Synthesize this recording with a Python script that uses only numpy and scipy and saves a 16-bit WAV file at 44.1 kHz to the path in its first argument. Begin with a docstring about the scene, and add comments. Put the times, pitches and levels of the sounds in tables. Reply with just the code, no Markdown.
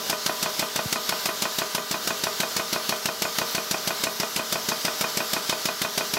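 """A wooden shed, one mono microphone close to a steel shop press. Air is already hissing as an
air-over-hydraulic bottle jack pumps six times a second, pushing a shaft out of an iron pulley.
On each stroke the air piston kicks, the exhaust spits, and 33 ms later the piston lands with a dull
knock that rings the press; the hiss swells as the pressure returns. Just under a second in comes one
soft thud. Over the six seconds, under the growing load, the frame pings more brightly."""
import sys
import numpy as np
from scipy import signal
from scipy.fft import rfft, irfft, next_fast_len
from scipy.io import wavfile
from scipy.ndimage import map_coordinates

SR = 44100
rng = np.random.default_rng(int(sys.argv[2]) if len(sys.argv) > 2 else 0)


def file_out(sig):
    """Save sig as 16-bit WAV at sys.argv[1]."""
    # one column per channel
    cols = np.atleast_2d(sig).T
    # limit, then scale
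    lim = np.clip(cols, -1, 1)
    pcm = np.round(lim * 32767).astype(np.int16)
    wavfile.write(sys.argv[1], SR, pcm)


N = 272538
TIME = np.arange(N) / SR
AGE = np.arange(SR) / SR   # time since a blow [s]

# the shed's room tone: (frequency [Hz], level [dB per Hz])
ROOM_TONE = [(20, -82), (45, -92), (90, -93), (160, -84), (300, -87), (2000, -100)]
# leaking air: (frequency [Hz], level [dB per Hz])
HISS_SPECTRUM = [(30, -81), (90, -83.5), (180, -73), (420, -72), (800, -73), (1200, -68.5), (1900, -71.5),
                 (2400, -75), (3400, -69), (5000, -67), (6500, -71), (9200, -80.5), (12500, -75),
                 (15800, -80)]
# the hiss rises and falls with the air pressure: (time [s], level [dB])
HISS_SWELL = [(0.21, -0.1), (0.55, 0.9), (0.71, -1.1), (1.21, 1.1), (1.38, -0.4), (1.54, 0.5), (1.87, -2.8),
              (2.03, 0.1), (2.85, 0.5), (3.17, -1.7), (3.5, 2.0), (3.67, -0.8), (3.99, 0.6), (4.16, -0.9),
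              (4.97, 0.9), (5.61, 0.4), (5.77, -0.9), (6.09, 0.1)]
# pace of the pump: (time [s], rate [strokes per s])
PUMP_PACE = [(0.09, 6.044), (0.92, 6.011), (1.65, 6.162), (2.3, 6.101), (2.8, 6.114), (3.15, 6.076),
             (3.6, 6.134), (4.4, 6.161), (6.1, 6.243)]
# quickly damped modes of the jack body: (frequency [Hz], level [dB], t60 [s])
JACK_BODY_MODES = [(192, -39.5, 0.054), (352, -34.5, 0.031), (636, -28, 0.032), (910, -24.5, 0.024),
                   (1002, -27.5, 0.023), (1224, -30.5, 0.015), (1480, -28.5, 0.028), (1875, -27, 0.02),
                   (2382, -38.5, .03), (3050, -49.5, 0.066)]
# long modes of the press frame and pulley: (frequency [Hz], level [dB], t60 [s])
PRESS_MODES = [(149.3, -41.5, 0.32), (181.8, -34.5, 0.22), (206.4, -35.5, 0.16), (225.9, -42.5, 0.39),
               (286, -50.5, 0.33), (309.5, -36, 0.091), (365.6, -38, 0.12), (397.8, -42.5, 0.47),
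               (417, -40.5, 0.99), (463.2, -44, 0.83), (618, -32.5, .42), (653.8, -33, .29),
               (714, -47, 0.41), (785, -44.5, 0.57), (888.4, -37, 0.17), (915, -45, .5), (971, -37.5, 0.28),
               (1003, -38, 0.77), (1057, -36.5, 0.25), (1171, -37, 0.42), (1192, -41, 0.64),
               (1237, -33, 0.44), (1310, -38, 0.24), (1437, -42, 0.37), (1487, -40, 0.32),
               (1549, -40, 0.22), (1950, -46, 0.68), (2468, -26, 0.085), (2493, -31, 0.098),
               (3146, -42, 0.41)]
# the spit at the exhaust port: (frequency [Hz], level [dB per Hz])
SPIT_SPECTRUM = [(30, -71), (150, -67), (500, -66), (1100, -62.5), (2000, -61.5), (3500, -59.5),
                 (5200, -57.5), (7000, -62.5), (9500, -66.5), (12500, -64.5), (15800, -69.5)]
# spent air trailing off: (frequency [Hz], level [dB per Hz])
TAIL_SPECTRUM = [(40, -85), (170, -64.5), (500, -60.5), (1200, -66), (2000, -63.5), (2500, -63),
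                 (5000, -60.5), (7000, -65.5), (9500, -71), (12500, -70), (15800, -80)]
# the piston's landing and rebounds: (time after landing [s], level [dB])
PISTON_BOUNCES = [(0, 5.5), (.0028, 0.5), (.0058, -11.5)]
# the landing's crack and wash of weak modes: (frequency [Hz], level [dB per Hz])
KNOCK_SPECTRUM = [(60, -111), (200, -66), (600, -66), (1100, -68), (1600, -75), (2200, -73.5),
                  (3200, -72.5), (6000, -87), (15000, -105)]

FIRST_STROKE_S, LANDING_S = .0946, .0328   # first kick heard; delay from kick to landing
KICK_GAIN_DB, KNOCK_LOSS_DB = 1.0, .9   # from no load to full, kicks firm up and landings soften
PING_DB, PING_GAIN_DB, PING_ABOVE_HZ = -1.0, 3.8, 2200   # top frame modes: unloaded, gain at full load


def from_db(db):
    """Decibels to gain."""
    return 10 ** (np.asarray(db) / 20)


def dying(age, t60):
    """Exponential decay that starts at age zero."""
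    return (age >= 0) * from_db(-60 * np.maximum(age, 0) / t60)


def curve(rows, s):
    """Value of a control at the given time."""
    return np.interp(s, *np.transpose(rows))


def flutter(per_s):
    """Random wavering of spread about 1."""
    return np.interp(TIME * per_s, np.arange(N), rng.standard_normal(N))


def coloured_noise(spectrum):
    """Noise with the given power per Hz."""
    hz, db = np.transpose(spectrum)
    padded = next_fast_len(N)
    bins = np.maximum(np.fft.rfftfreq(padded, 1 / SR), 1)
    gain = from_db(np.interp(np.log(bins), np.log(hz), db)) * np.sqrt(SR / 2)
    return irfft(rfft(rng.standard_normal(padded)) * gain, padded)[:N]


def place(sounds, times, levels_db):
    """Lay down one sound at all the times, or a sound of its own at each."""
    out, size = np.zeros(N + 3 * SR), sounds.shape[-1]
    for sound, s, gain in zip(np.broadcast_to(sounds, (len(times), size)), times, from_db(levels_db)):
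        at = SR + round(s * SR)
        out[at:at + size] += gain * sound
    return out[SR:SR + N]


def load(s):
    """The load on the shaft builds steadily, 0 to 1."""
    return np.clip(s / TIME[-1], 0, 1)


def stroke_times():
    """Each stroke follows the last at the current pace; the pump is already running."""
    times = [FIRST_STROKE_S - 1 / curve(PUMP_PACE, 0), FIRST_STROKE_S]
    while (following := times[-1] + 1 / curve(PUMP_PACE, times[-1])) < TIME[-1]:
        times.append(following)
    return np.array(times)


def current_stroke(times):
    """For each sample, the stroke under way and its age [s]."""
    stroke = np.clip(np.searchsorted(times, TIME) - 1, 0, None)
    return stroke, TIME - times[stroke]


def hiss(times, sag_db, refill_s):
    """The leak sags after each kick and swells as the pressure returns."""
    _, age = current_stroke(times)
    pressure_db = -sag_db * np.interp(age, [0, .02, .045, refill_s], [0, 1, 1, 0])
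    level_db = curve(HISS_SWELL, TIME) + pressure_db + .6 * flutter(60)
    return from_db(level_db) * coloured_noise(HISS_SPECTRUM)


def restless_jet(air, depth_db, per_s, bands=40):
    """A jet never holds one colour: narrow neighbouring bands swell and fade independently."""
    hz, s, frames = signal.stft(air, SR, nperseg=1024)
    band = np.interp(hz, np.geomspace(800, 16000, bands), np.arange(bands))
    grid = np.meshgrid(band, s * per_s, indexing="ij")
    swell = map_coordinates(rng.standard_normal((bands, len(s))), grid, order=1, mode="nearest")
    return signal.istft(frames * from_db(depth_db * swell), SR)[1][:N]


def shed(sound, t60, wet_db, count=40):
    """Reflections off the press and plank walls reach the microphone within 14 ms; power is kept."""
    response, delays = np.zeros(SR // 10), rng.uniform(.0006, .014, count)
    response[(delays * SR).astype(int)] = rng.normal(0, 1, count) * dying(delays, t60)
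    response *= from_db(wet_db) / np.linalg.norm(response)
    response[0] = 1   # direct sound
    return signal.oaconvolve(sound, response)[:N] / np.linalg.norm(response)


def ring(modes, times, levels_db, scatter_db, rise_s, tilt_db=0, ping_db=0):
    """Each blow strikes every mode a little differently; a soft blow tilts them down per octave."""
    hz, db, t60 = np.transpose(modes)
    age = AGE[AGE < t60.max()]
    tones = np.sin(2 * np.pi * hz[:, None] * age) * dying(age, t60[:, None])
    tones *= 1 - np.exp(-age / rise_s)
    colour_db = tilt_db * np.log2(hz / hz[0]) + ping_db * (hz > PING_ABOVE_HZ)
    strengths = from_db(db + colour_db + rng.normal(0, scatter_db, (len(times), len(hz))))
    return place(strengths @ tones, times, levels_db)


def kick(times, pulse_db, pulse_hz, centre_s):
    """The valve trips: one pressure swing and a soft shove on jack and frame."""
    phase = 2 * np.pi * pulse_hz * (AGE - centre_s)
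    swing = from_db(pulse_db) * phase * np.exp((1 - phase ** 2) / 2)
    levels_db = rng.normal(0, .5, len(times))
    shoves = times + centre_s
    jack = ring(JACK_BODY_MODES, shoves, levels_db + 1.5, scatter_db=1, rise_s=.00088, tilt_db=-3.5)
    frame = ring(PRESS_MODES, shoves, levels_db - 1, scatter_db=1, rise_s=.0034, tilt_db=-2.5)
    firmness = from_db(KICK_GAIN_DB * (load(TIME) - .5))
    return firmness * (place(swing, times, levels_db) + jack + frame)


def exhaust(times, open_s, peak_s, shut_s, shut_t60, tail_t60):
    """The port opens and spits; the sharper the spit, the less spent air is left to trail off."""
    stroke, age = current_stroke(times)
    sharp_db = rng.normal(0, .9, len(times))[stroke]
    valve_age = age + rng.normal(0, .00038, len(times))[stroke]   # the valve sticks a little
    opening = np.clip((valve_age - open_s) / (peak_s - open_s), 0, 1)
    closing = dying(np.maximum(valve_age - shut_s, 0), shut_t60)
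    turbulence_db = .75 * flutter(900)
    spit = closing * from_db(.2 + sharp_db + turbulence_db)
    tail = dying(age, tail_t60) * from_db(-.1 - .6 * sharp_db + 1.26 * flutter(300))
    return opening * (spit * coloured_noise(SPIT_SPECTRUM) + tail * coloured_noise(TAIL_SPECTRUM))


def knock(times, jack_db, crack_db, crack_t60, wash_db, wash_t60):
    """The piston lands and rebounds in the jack; the frame and a wash of weak modes ring on."""
    landings = times + LANDING_S
    levels_db = -1 + .5 * curve(HISS_SWELL, landings)   # harder when the hiss is up
    levels_db -= KNOCK_LOSS_DB * (load(times) - .5)
    jack = sum(ring(JACK_BODY_MODES, landings + s, levels_db + db + jack_db,
                    scatter_db=1.1, rise_s=.00094) for s, db in PISTON_BOUNCES)
    ping_db = PING_DB + PING_GAIN_DB * load(landings)[:, None]
    frame = ring(PRESS_MODES, landings, levels_db, scatter_db=1.1, rise_s=.0032, ping_db=ping_db)
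    crack = from_db(crack_db) * dying(AGE, crack_t60)
    wash = from_db(wash_db) * dying(AGE, wash_t60)
    return jack + frame + place(crack + wash, landings, levels_db) * coloured_noise(KNOCK_SPECTRUM)


def thud(at_s, peak_db, start_hz, end_hz, swell_s, glide_s):
    """A lone soft thud whose pitch drops as it fades."""
    hz = end_hz + (start_hz - end_hz) * np.exp(-AGE / glide_s)
    tone = -np.sin(2 * np.pi * np.cumsum(hz) / SR)
    envelope = (AGE / swell_s) ** 2 * np.exp(2 - 2 * AGE / swell_s)
    return place(tone * envelope, [at_s], [peak_db])


def scene():
    """Close to the press: air and metal on the same strokes, over room tone, alike in both channels."""
    times = stroke_times()
    spits = exhaust(times, open_s=.00057, peak_s=.0037, shut_s=.0055, shut_t60=.024, tail_t60=.18)
    leak = hiss(times, sag_db=3.5, refill_s=.17)
    jets = restless_jet(leak + spits, depth_db=1.44, per_s=14)
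    air = shed(jets, t60=.07, wet_db=-12)
    kicks = kick(times, pulse_db=-24.5, pulse_hz=228, centre_s=.00251)
    knocks = knock(times, jack_db=1.25, crack_db=3, crack_t60=.071, wash_db=-5, wash_t60=.28)
    lone_thud = thud(at_s=.8545, peak_db=-21.5, start_hz=259, end_hz=60, swell_s=.0062, glide_s=.008)
    mix = air + kicks + knocks + lone_thud + coloured_noise(ROOM_TONE)
    return np.array([mix, mix])


def record(dry):
    """The small microphone thins the bass; the very top is cut."""
    bass_cut = signal.butter(1, 110, "high", fs=SR, output="sos")
    top_cut = signal.ellip(12, .1, 90, 15750, fs=SR, output="sos")
    return signal.sosfilt(np.vstack([bass_cut, top_cut]), dry)


dry = scene()
out = record(dry)
file_out(out)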